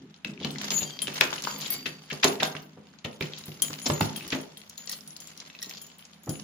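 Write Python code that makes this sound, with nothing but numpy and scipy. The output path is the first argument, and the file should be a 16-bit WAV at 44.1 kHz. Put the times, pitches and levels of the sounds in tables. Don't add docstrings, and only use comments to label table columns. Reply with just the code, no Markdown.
import sys
import numpy as np
from scipy import signal
from scipy.fft import rfft, irfft, next_fast_len
from scipy.io import wavfile
from scipy.ndimage import uniform_filter1d

SR = 44100
rng = np.random.default_rng(int(sys.argv[2]) if len(sys.argv) > 2 else 0)


def volts(x):
    e = np.asarray(x, float) / 20
    return 10 ** e


def materialize(psi):
    bounded = np.clip(np.atleast_2d(psi).T, -1, 1)
    quanta = np.round(bounded * 32767).astype(np.int16)
    wavfile.write(sys.argv[1], SR, quanta)


N = 283563
OPEN_S = 3.77


def evened(x):
    return x / np.sqrt(np.mean(x ** 2) + 1e-20)


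def read(points, hz):
    f, value = np.transpose(points)
    return np.interp(np.log(hz + 1), np.log(f + 1), value)


def coloured(x, db_at):
    size = next_fast_len(x.shape[-1])
    gain = volts(db_at(np.fft.rfftfreq(size, 1 / SR)))
    return irfft(rfft(x, size) * gain, size)[..., :x.shape[-1]]


def sides(pan_db):
    return volts(np.clip(pan_db, -9, 9) * np.array([[.5], [-.5]]))


def add(mix, s, sound):
    part = mix[:, max(round(s * SR), 0):][:, :sound.shape[1]]
    part += sound[:, :part.shape[1]]


def ring(modes, strength, phase_cycles, seconds, rise_s):
    hz, db, t60_s = np.transpose(modes)[:, :, None]
    t = np.arange(round(seconds * SR)) / SR
    envelope = strength * volts(db - 60 * t / np.maximum(t60_s, .01))
    waves = envelope * np.sin(2 * np.pi * (hz * t + phase_cycles))
    return waves.sum(-2) * (1 - np.exp(-t / rise_s))


def crack(noise, t60_s, same, rise_s):
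    t = np.arange(noise.shape[1]) / SR
    pair = np.array([noise[0], same * noise[0] + np.sqrt(1 - same ** 2) * noise[1]])
    return pair * volts(-60 * t / t60_s) * (1 - np.exp(-t / rise_s)) ** 2


# (frequency [Hz], level [dB per Hz])
AIR_SPECTRUM = [(15, -40.5), (25, -23.5), (114, -20), (195, 8), (373, -13.5), (754, -10.5), (1940, -15.5),
                (3720, -18), (6740, -50.5), (7920, -37.5), (10100, -40), (13200, -66.5), (16000, -55)]
# (frequency [Hz], correlation [0..1])
AIR_LIKENESS = [(60, 0.52), (300, 0.24), (1000, 0.28), (8000, 0.11)]


def air():
    hush_db, hum_db, hum_hz, beat_hz = -58.5, -72, 79.8, 2.4
    opening_s, shut_db = 0.6, 0.5
    a, b = rfft(rng.standard_normal((2, N)))
    hz = np.fft.rfftfreq(N, 1 / SR)
    same = read(AIR_LIKENESS, hz)
    pair = np.array([a, same * a + np.sqrt(1 - same ** 2) * b])
    hush = irfft(volts(read(AIR_SPECTRUM, hz)) * pair, N)
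    t = np.arange(N) / SR
    hum = np.sin(2 * np.pi * hum_hz * t) + 2.85 * np.sin(4 * np.pi * hum_hz * t)
    hum *= 1 + 0.13 * np.cos(2 * np.pi * beat_hz * (t - 4.5))
    shut = 1 - np.clip((t - OPEN_S) / opening_s, 0, 1)
    muffled = coloured(hush, lambda f: -shut_db * (f > 500))
    return volts(hush_db) * (shut * muffled + (1 - shut) * hush) / hush.std() + volts(hum_db) * hum


def slips(per_s, spread_db, clumps):
    size = volts(spread_db * np.minimum(rng.exponential(1, N), 5)) * rng.choice([-1., 1.], N)
    return size * (rng.random(N) < per_s * clumps / SR)


def aftermath(blows, below_db, t60_s):
    kicks = np.zeros(N)
    for s, db, *_ in blows:
        kicks[round(s * SR)] = volts(db + below_db)
    return signal.lfilter([1], [1, -volts(-60 / t60_s / SR)], kicks)


def chimes(effort, clumps):
    treble = [(hz, -5.5, .15) for hz in rng.uniform(7500, 15500, 30)]
    tones = [ring([(hz, db, min(t60_s, 0.16))], 0.24, rng.random((2, 1, 1)), 0.16, 0.00023)
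             for hz, db, t60_s in sum(KEY_MODES, treble)]
    touches, out = effort * slips(700, 4.1, clumps), np.zeros((2, N))
    for at in np.flatnonzero(touches):
        add(out, at / SR, touches[at] * tones[rng.integers(len(tones))])
    return out


# (time [s], level of key and hand scrape [dB], level of door rumble [dB])
HAND_LEVELS = [(0, -65.5, -38.5), (.22, -74, -72.5), (.27, -81, -40), (.35, -77, -44.5), (.43, -70, -42.5),
               (.654, -42.5, -43), (.95, -56.5, -50.5), (1.2, -48, -48.5), (1.56, -49.5, -50.5),
               (1.66, -43, -47.5), (1.78, -51, -47.5), (1.912, -63, -49.5), (2.15, -53, -69.5),
               (2.6, -68.5, -76), (3.05, -74.5, -67), (3.32, -55.5, -61), (3.6, -55, -53), (4.25, -50, -53),
               (4.6, -63.5, -88), (5, -63.5, -59.5), (5.55, -60, -63), (5.65, -74, -68),
               (5.85, -59.5, -60.5), (6.1, -69, -85), (6.43, -59, -50)]
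# (frequency [Hz], level [dB per Hz])
SCRAPE_SPECTRUM = [(290, -11.5), (500, -5), (1800, -11), (3260, -8), (5700, -9.5), (6590, -12.5),
                   (7300, -11), (7700, -44), (9360, -27.5), (15800, -120)]


def scraping():
    rattle_db, rattle_t60_s = -26.5, 0.25
    s, scrape_db, _ = np.transpose(HAND_LEVELS)
    smooth = uniform_filter1d(uniform_filter1d(rng.standard_normal(N), 200), 200)
    clumps = volts(9.0 * evened(smooth))
    clumps /= clumps.mean()
    grains = np.zeros((2, N))
    for hz in np.geomspace(1300, 7000, 20) * rng.uniform(0.902, 1.168, 20):
        grain = ring([(hz, 0, 4.8 / hz + .003)], 1, rng.random((2, 1, 1)), .03, 0.000095)
        grain *= volts(read(SCRAPE_SPECTRUM, hz)) * np.sqrt(hz) / np.linalg.norm(grain)
        grains += signal.oaconvolve(slips(130, 4.04, clumps)[None], grain)[:, :N]
    hiss = coloured(rng.standard_normal((2, N)), lambda f: read(SCRAPE_SPECTRUM, f))
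    hiss = np.sqrt(0.46 + clumps) * hiss
    effort = volts(np.interp(np.arange(N) / SR, s, scrape_db))
    effort = effort + aftermath(CLICK_BLOWS + SLIDE_BLOWS, rattle_db, rattle_t60_s)
    scrape = effort * (evened(grains) + volts(2.0) * evened(hiss))
    return scrape + volts(-3.5) * chimes(effort, clumps)


def rumbling():
    shake_db, shake_t60_s = -34.5, 0.89
    s, _, rumble_db = np.transpose(HAND_LEVELS)
    modes = ring(LEAF_MODES[3:11], 1, 0, 0.12, 0.0091)
    shake = signal.oaconvolve(rng.standard_normal(N), modes)[:N]
    level = volts(np.interp(np.arange(N) / SR, s, rumble_db)) + aftermath(KNOCKS, shake_db, shake_t60_s)
    return level * evened(shake)


# (frequency [Hz], t60 [s])
HALL_T60 = [(100, 0.13), (500, 0.51), (2000, 0.3), (6000, 0.13), (14000, 0.54)]


def hall(x):
    taps = np.zeros((2, SR))
    at = np.arange(200, SR - 20, 20) + rng.integers(0, 20, (2, (SR - 201) // 20))
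    np.put_along_axis(taps, at, rng.choice([-1., 1.], at.shape), 1)
    hz, t, z = signal.stft(taps, SR, nperseg=256)
    decay = volts(-60 * t / read(HALL_T60, hz)[:, None])
    tail = signal.istft(z * decay, SR, nperseg=256)[1]
    echo = signal.fftconvolve(x.mean(0)[None], tail / np.linalg.norm(tail[0]), axes=1)[:, :N]
    return coloured(echo, lambda f: -9 * (f > 7500))


def metal_blows(blows, rise_s, t60_s):
    out, lead = np.zeros((2, N)), 64
    ping_cycles, ping_max_s, ping_db = 60, .022, 5
    for s, db, hz, pan_db in blows:
        noise, phase, contact = rng.standard_normal((4, 4096)), rng.random((2, 1, 1)), rng.random(4096)
        bounces = signal.lfilter([1], [1, -.97], contact < 180 / SR)
        mass = volts(0.13 * (db + 21.5))
        burst = crack(noise[:2], t60_s * mass, 0.29, rise_s * mass)
        burst += volts(3.5) * bounces * crack(noise[2:], 0.022, 0.2, max(0.0006, rise_s))
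        narrowness = np.clip(14 / mass ** 4, 7, 17)

        def bell(f):
            return -np.minimum(narrowness * np.log2((f + 20) / hz) ** 2, 40) - 16 * (f > 7400)

        click = coloured(np.pad(burst, ((0, 0), (lead, 0))), bell)
        click /= np.sqrt(uniform_filter1d(click ** 2, size=176).mean(0).max())
        ping = [(hz, ping_db - 2.4 * max(mass - 1, 0) / 0.57, min(ping_cycles / hz, ping_max_s))]
        click[:, lead:] += ring(ping, 1.0, 0.51 * phase, 4096 / SR, rise_s)
        add(out, s - lead / SR, volts(db - 10.0) * sides(pan_db) * click)
    return out


SNAP = dict(rise_s=0.00018, t60_s=0.013)
# (time [s], level [dB], centre [Hz], left-right [dB])
CLICK_BLOWS = [(.142, -39, 3840, -1), (.247, -20.5, 2630, 9), (.3356, -41, 3280, 3), (.376, -36.5, 2420, 3),
               (.401, -36, 3180, -11), (.447, -17.5, 3020, 4), (.506, -28, 3620, 10),
               (.558, -28.5, 2040, 15), (.584, -25, 5100, 15), (.614, -26, 3160, 10),
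               (0.634, -30, 1370, 12.5), (.642, -31, 5900, 12), (0.705, -15, 5600, -1),
               (.718, -24, 3000, 13), (.779, -23, 3480, 13), (.83, -26.5, 3970, 11.5),
               (.876, -38, 4800, 15), (.906, -31, 3400, 11), (0.99, -23.5, 3360, 6),
               (1.018, -23.5, 3170, 15), (1.071, -21, 2970, 4), (1.08, -21.5, 2680, -1),
               (1.0994, -47, 2870, -4), (1.125, -35, 840, 1), (1.128, -34, 2470, 11),
               (1.161, -39, 5400, 1.5), (1.187, -25, 2160, 2), (1.2102, -3.5, 2510, 6.5),
               (1.328, -19.5, 890, 16), (1.329, -25.5, 2960, 13.5), (1.3394, -40, 4080, 12.5),
               (1.3803, -29.5, 2950, 14), (1.4217, -27, 6000, 4), (1.438, -23, 5550, 14.5),
               (1.472, -19, 970, 21), (1.61, -26.5, 6740, 0), (1.672, -45.5, 3500, 15),
               (1.703, -28, 4500, 3), (1.718, -34, 3240, 9), (1.739, -27, 4530, 10), (1.794, -39, 2470, 4),
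               (2.112, -23.5, 2740, 3.5), (2.242, -12, 930, -4), (2.243, -7, 5160, -2.5),
               (2.43, -13, 815, 19), (2.431, -13.5, 3530, -8), (2.551, -25.5, 1570, 1),
               (2.566, -28, 2830, -7), (2.87, -46.5, 3700, 9), (2.881, -55, 910, -15),
               (2.93, -54, 4430, -4.5), (2.938, -47.5, 1180, -17), (2.939, -59, 4500, -5),
               (2.987, -41, 4220, 20), (3.129, -39.5, 3040, 2), (3.209, -20.5, 2340, -17.5),
               (3.224, -23, 2540, 12), (3.255, -36.5, 2480, -2), (3.335, -27.5, 3190, 12),
               (3.37, -48, 3680, 21), (3.438, -33.5, 4150, 18), (3.518, -37.5, 2930, 5),
               (3.621, -16, 6800, 0), (3.704, -32, 1170, -3), (3.738, -29, 2930, 10.5),
               (3.797, -44, 6300, 8), (3.817, -35, 6860, 9.5), (3.9, -17, 924, -11.5),
               (3.901, -21.5, 3700, 7), (3.939, -32, 6800, 4), (4.009, -11.5, 866, -3.5),
               (4.01, -16.5, 2130, 3), (4.16, -29, 3240, 15), (4.209, -32.5, 2604, 11),
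               (4.278, -38, 5740, 23), (4.304, -24.5, 4600, 4), (4.571, -37, 3320, 23),
               (4.616, -38, 3230, 11), (4.697, -32.5, 6540, 22), (4.7744, -44, 5900, 20),
               (4.779, -31.5, 4270, 25.5), (4.793, -54, 4300, 9), (4.801, -47, 4500, 9),
               (4.81, -64, 4400, 7), (4.857, -49, 5000, 11), (4.874, -25, 5460, 8), (4.894, -24, 5450, 18),
               (4.923, -35, 5570, 5), (4.9344, -46, 5520, -1), (5.008, -37, 5570, -14),
               (5.076, -36, 5630, -2), (5.106, -36.5, 6360, 19), (5.165, -32, 4720, 9),
               (5.203, -34.5, 7400, 26), (5.272, -36.5, 6360, 2), (5.284, -44, 3900, 10),
               (5.376, -34.5, 5600, 24), (5.402, -29.5, 5650, 10), (5.5, -36.5, 2640, 3),
               (5.55, -36.5, 2570, 1), (5.589, -34.5, 3480, 7), (5.601, -53, 4700, 9),
               (5.6204, -39, 5330, 8), (5.626, -26, 5640, -18), (5.66, -35, 5300, -2),
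               (5.695, -33, 5350, 12), (5.7014, -32, 5560, -4), (5.71, -32.5, 2900, 8),
               (5.736, -35, 4370, 5), (5.75, -40, 4900, 10), (5.776, -45, 3800, 9), (5.815, -42, 5200, -6),
               (5.866, -45, 6800, -8), (5.9, -44, 3050, 7), (5.992, -40, 3100, 12), (6.025, -40, 3080, 3),
               (6.052, -38, 6370, 16), (6.133, -42.5, 3580, 12), (6.26, -41.5, 7200, -3),
               (6.293, -27, 6760, 27), (6.355, -35.5, 2700, 10), (6.398, -36, 7000, -11)]


def clicks():
    return metal_blows(CLICK_BLOWS, **SNAP)


def swinging(t):
    depth, beat_hz = 0.39, rng.uniform(7.56, 35.56)
    turn_cycles = rng.uniform(0, 0.15, (2, 1))
    return 1 + depth * np.cos(2 * np.pi * (beat_hz * t + turn_cycles))


# (time [s], tick level [dB], keys a-g set ringing, in listed order,
# ring level of the first [dB], loss to each next key [dB]; a negative loss makes the next key louder)
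KEY_CONTACTS = [(0.245, -30, "cd", -73, 9), (0.448, -26, "dcb", -67, 1), (0.509, -24.5, "bc", -40, 11),
                (.5817, -41, "cab", -77, 2), (0.616, -23, "bacd", -64, 1), (0.673, -42, "ac", -43, 9),
                (0.707, -41, "acd", -18.5, 7), (.736, -55, "ae", -16.5, -5), (0.757, -56, "aec", -16.5, 2),
                (0.83, -47, "ad", -34, 1), (0.849, -47, "g", -34, 0), (0.904, -49, "g", -35, 11),
                (1.019, -32, "bec", -18, 11), (1.138, -36, "cd", -33.5, 15),
                (1.2075, -4.5, "dcab", -49.5, 8), (1.347, -26.5, "bac", -58, 13),
                (1.422, -21, "acdb", -52, 10), (1.441, -26, "cadb", -34, 8),
                (1.479, -42, "acdb", -27.5, 4.5), (1.577, -50.5, "ca", -26, 22),
                (1.614, -24, "ac", -34, 19), (1.653, -42, "ebc", -24, 10), (1.673, -21.5, "cdb", -35, 17),
                (1.704, -30, "cdba", -16, 12.5), (1.742, -47, "ef", -26.5, 6), (1.865, -30, "cbd", -41, 4),
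                (2.028, -41, "ba", -44.5, 22), (2.099, -32, "abcd", -56, 4.5),
                (2.227, -32, "adbc", -42.5, 14), (2.242, -5, "dacb", -29, 5),
                (2.4306, -13.5, "adb", -44, 15), (2.47, -26, "cdb", -48, -5.5),
                (2.621, -38, "cb", -43.5, 16), (3.047, -28, "bc", -69, 9), (3.125, -50, "ba", -43, 25),
                (3.2066, -27, "cdb", -38, 8), (3.384, -23, "bcad", -43, 2.5), (3.456, -24.5, "cd", -37, 6),
                (3.62, -2, "bacd", -11.5, 15.5), (3.795, -29, "adbc", -42, 7),
                (3.8179, -41, "badc", -27, 4), (3.862, -56, "ecd", -17.5, 5), (3.934, -40, "ac", -26.5, 8),
                (4.006, -11.5, "cbda", -32, 3.5), (4.162, -18, "bc", -26, 9), (4.277, -19, "fcd", -36, 4),
                (4.41, -30, "bc", -39, 20), (4.573, -27, "bda", -38, 25), (4.694, -22, "cd", -69, 4),
                (4.777, -25, "acd", -31.5, 9), (4.809, -49, "a", -45, -3), (4.858, -29.5, "bca", -44, 7),
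                (4.8951, -14.5, "fdbc", -27, 11), (4.9159, -37, "cfb", -27.5, 4),
                (5.075, -29, "dbc", -33, 15), (5.168, -27, "abc", -64, 1), (5.202, -31, "acb", -41.5, -0.5),
                (5.272, -26, "ecd", -42, 4), (5.373, -29, "bc", -49, 9), (5.606, -55, "cbd", -34, 5),
                (5.6184, -32, "f", -31, 12), (5.627, -15, "fcab", -25, 8.5), (5.694, -26, "fc", -34, 9),
                (5.75, -45, "af", -43, 4), (5.8155, -29, "abc", -40.5, -2), (5.866, -29, "a", -54, -2),
                (5.9834, -31, "cbd", -46, 2), (6.2334, -35, "cad", -45, 3.5),
                (6.2934, -21, "cdba", -29.5, 3)]
# (frequency [Hz], level [dB], t60 [s])
KEY_MODES = [
    [(6785, 0, .5), (12030, -10, .3), (6240, -24, .3), (11410, -20, .3), (9640, -26, .2)],
    [(9990, 0, .13), (3200, -7, .09), (14120, -4, .1), (15400, -13, .25), (10350, -16, .2), (8020, -22, .3),
     (8480, -20, .1)],
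    [(14390, 0, .26), (15260, -5, .15), (13770, -4, .12), (11165, -5, .22), (8312, -14, .3)],
    [(10150, 0, .4), (9000, -12, .2), (12900, -14, .15)],
    [(7241, 0, .12), (2500, -20, .05)],
    [(5500, 0, .07), (1920, -7, .07), (3720, -10, .05)],
    [(3200, 0, .25), (6240, -8, .3), (8500, -12, .2), (12030, -8, .3)],
]
KEY_PAN_DB = [5.5, 8.5, 3.5, 1, 9, -2, 11]
KEY_LEAD_CYCLES = [0.29, 0.11, 0.35, 0.28, 0.14, 0.081, 0.13]
KEY_SWING_S = [0.087, .2, 0.17, .25, 0.11, .1, .12]


def clinks():
    out, t = np.zeros((2, N)), np.arange(SR // 4) / SR
    pull, swell_s, soft_db = 0.0045, .012, -41
    contacts = np.sort([row[0] for row in KEY_CONTACTS + SLIDE_BLOWS] + [N / SR])
    for s, db, names, ring_db, loss_db in KEY_CONTACTS:
        free_s = contacts[contacts > s + .025][0] - s
        tick = crack(rng.standard_normal((2, 1024)), 0.025, 0.22, 0.00057)
        tick = coloured(tick, lambda f: -30.0 * (f < 7000) - 60 * (f > 15900))
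        add(out, s, volts(db - 11.0) * tick)
        rise_s = 0.0003 if db > soft_db else swell_s
        for place, k in enumerate(map("abcdefg".index, names)):
            modes = np.array(KEY_MODES[k])
            share, phase = rng.random((2, 2, len(modes), 1))
            share[:, :2] *= .2
            damping = volts(-500 * np.maximum(t - min(free_s, KEY_SWING_S[k]), 0))
            damping = damping * np.minimum(1, 20 * (t[-1] - t))
            lead = KEY_LEAD_CYCLES[k] * np.array([[[1]], [[0]]])
            phase = phase[0] + modes[:, :1] / 10000 * (0.5 * phase + lead)
            pulled = modes * np.array([1 + pull * (share[0, -1, 0] - .5), 1, 1])
            tone = ring(pulled, volts(-9.0 * share), phase, len(t) / SR, rise_s)
            level = volts(ring_db - place * loss_db - 7.0) * sides(KEY_PAN_DB[k])
            add(out, s, level * damping * swinging(t) * tone)
    return out


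# (time [s], level [dB], centre [Hz])
KNOCKS = [(0.246, -27, 191), (.29, -37, 206), (0.324, -38.5, 290), (.365, -47, 265), (0.409, -25, 255),
          (0.446, -20.5, 206), (0.459, -28.5, 186), (0.716, -25, 189), (0.816, -22.5, 194.5),
          (1.077, -23.5, 249), (1.207, -11.5, 633), (1.544, -32, 266), (1.641, -42, 207),
          (1.86, -24.5, 250), (2.122, -21, 217), (2.242, -15.5, 265), (2.246, -8, 396), (2.281, -17, 400),
          (2.404, -21.5, 235), (2.422, -9.5, 760), (2.549, -28, 194), (2.769, -32, 199),
          (3.049, -18.5, 233), (3.208, -16.5, 192), (3.222, -25, 159), (3.481, -29, 153), (3.616, -29, 223),
          (3.697, -28.5, 193), (3.86, -15.5, 294), (3.897, -11, 156.6), (4.007, -14.5, 204),
          (4.013, -14, 108), (4.236, -33, 200), (4.326, -16.5, 266.5), (4.35, -20.5, 326),
          (5.665, -38, 186), (6.27, -22.5, 256.4), (6.287, -17, 122)]
# (frequency [Hz], level [dB], t60 [s])
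LEAF_MODES = [(62, -9, .2), (108, -2, .25), (122, 1, .25), (152, 0, .3), (188, -5, .25), (206, -1, .4),
              (237, -5, .25), (265, -2, .26), (323, -4, .18), (385, -5, .17), (410, -7, .18),
              (441, -6, .14), (505, -7, .14), (555, -7, .14), (603, -8, .14), (690, -9, .1), (755, -9, .1),
              (830, -8, .12), (905, -6, .14), (965, -9, .08), (1050, -10, .08)]


def thuds():
    out, (modes_hz, modes_db, t60_s) = np.zeros((2, N)), np.transpose(LEAF_MODES)
    for s, db, hz in KNOCKS:
        share, phase, shift, grip = rng.random((4, len(LEAF_MODES)))
        away = np.log2(modes_hz / hz)
        near_db = -4 * share - 5 * away ** 2 + 11 * np.exp(-(away / .09) ** 2)
        held_hz = modes_hz * (1 + 0.02 * (shift - .5))
        held_t60_s = t60_s * (0.77 + 0.31 * grip) * (.7 if s < OPEN_S else 1)
        held = np.transpose([held_hz, modes_db + near_db, held_t60_s])
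        ports = np.array([[-1], [1]]) * shift * modes_hz / 9000
        puff = crack(rng.standard_normal((2, 16384)), 0.068, 0.86, 0.0026)
        puff = coloured(puff, lambda f: -np.minimum(2.6 * np.log2((f + 20) / hz) ** 2, 60) - 6.6 * (f < 105))
        sound = ring(held, 0.22, (0.31 * phase + ports)[..., None], 16384 / SR, 0.0016)
        add(out, s, volts(db - 3.5) * (sound + volts(-3.5) * puff / abs(puff).max()))
    return out


# (start [s], length [s], level [dB], centre [Hz])
DRAG_RUNS = [(0.397, 0.04, -33.5, 3400), (0.427, .024, -30.5, 3300), (0.61, 0.034, -49, 5330),
             (0.803, 0.022, -30, 3210), (1.322, 0.026, -43, 3550), (1.614, 0.033, -28.5, 3570),
             (1.65, 0.033, -25.5, 3500), (3.364, 0.038, -36, 4350), (4.01, 0.04, -43, 3050),
             (4.199, .05, -34, 3220), (4.911, 0.03, -27, 5000), (5.617, 0.033, -33, 4100),
             (5.747, 0.038, -33.5, 4260)]


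def drags():
    blows = []
    for s, length_s, db, hz in DRAG_RUNS:
        for when, pitch, size in rng.random((12, 3)):
            blows.append((s + length_s * when, db - 15.0 * size, hz * (0.82 + 0.36 * pitch), 3.5))
    return metal_blows(blows, **SNAP)


# (time [s], level [dB], loss of the low mode [dB])
LONG_KEY_STRIKES = [(0.72, -44, 9), (0.827, -36, 21), (1.4675, -35, 5), (1.702, -31.5, 2), (1.976, -51, 11),
                    (4.779, -60, 6), (5.205, -54, 15)]
# (frequency [Hz], level [dB], t60 [s])
LONG_KEY_MODES = [(4665, 0, .9), (2186, 0, .4)]


def long_key():
    out, t = np.zeros((2, N)), np.arange(SR // 2) / SR
    for s, db, low_loss_db in LONG_KEY_STRIKES:
        phase = .25 * rng.random((2, len(LONG_KEY_MODES), 1))
        strength = 0.37 * volts([[0], [-low_loss_db]])
        tone = ring(LONG_KEY_MODES, strength, phase, len(t) / SR, 0.002)
        add(out, s, volts(db) * swinging(t) * tone * np.minimum(1, 5 * (t[-1] - t)))
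    return out


# (time [s], level [dB], centre [Hz], left-right [dB])
SLIDE_BLOWS = [(1.856, -17, 2530, 5.5), (2.1, -23.5, 2260, 5), (2.228, -7.5, 2650, 4),
               (2.399, -17, 2540, 4), (3.043, -21, 2560, 5), (3.857, -12.5, 5100, 3.5),
               (4.32, -15.5, 2420, 1)]


def slides():
    return metal_blows(SLIDE_BLOWS, rise_s=0.0088, t60_s=0.032)


def scene():
    metal = clicks() + drags() + slides()
    door, keys = thuds(), clinks() + long_key()
    scrape, rumble = scraping(), rumbling()
    echo = hall(volts(-2.0) * metal + volts(0.5) * door + volts(-3.0) * keys + volts(-12.5) * scrape)
    return metal + door + keys + scrape + rumble + echo + air()


def low_pass(x):
    return signal.sosfilt(signal.butter(12, 16800, fs=SR, output="sos"), x)


def record(dry):
    mid, side = dry.mean(0), (dry[0] - dry[1]) / 2
    mid = signal.sosfilt(signal.butter(2, 56, "high", fs=SR, output="sos"), mid)
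    upper_side = signal.sosfilt(signal.butter(2, 450, "high", fs=SR, output="sos"), side)
    side = 0.51 * side + 0.56 * upper_side
    return low_pass(np.array([mid + side, mid - side]))


dry = scene()
out = record(dry)
materialize(out)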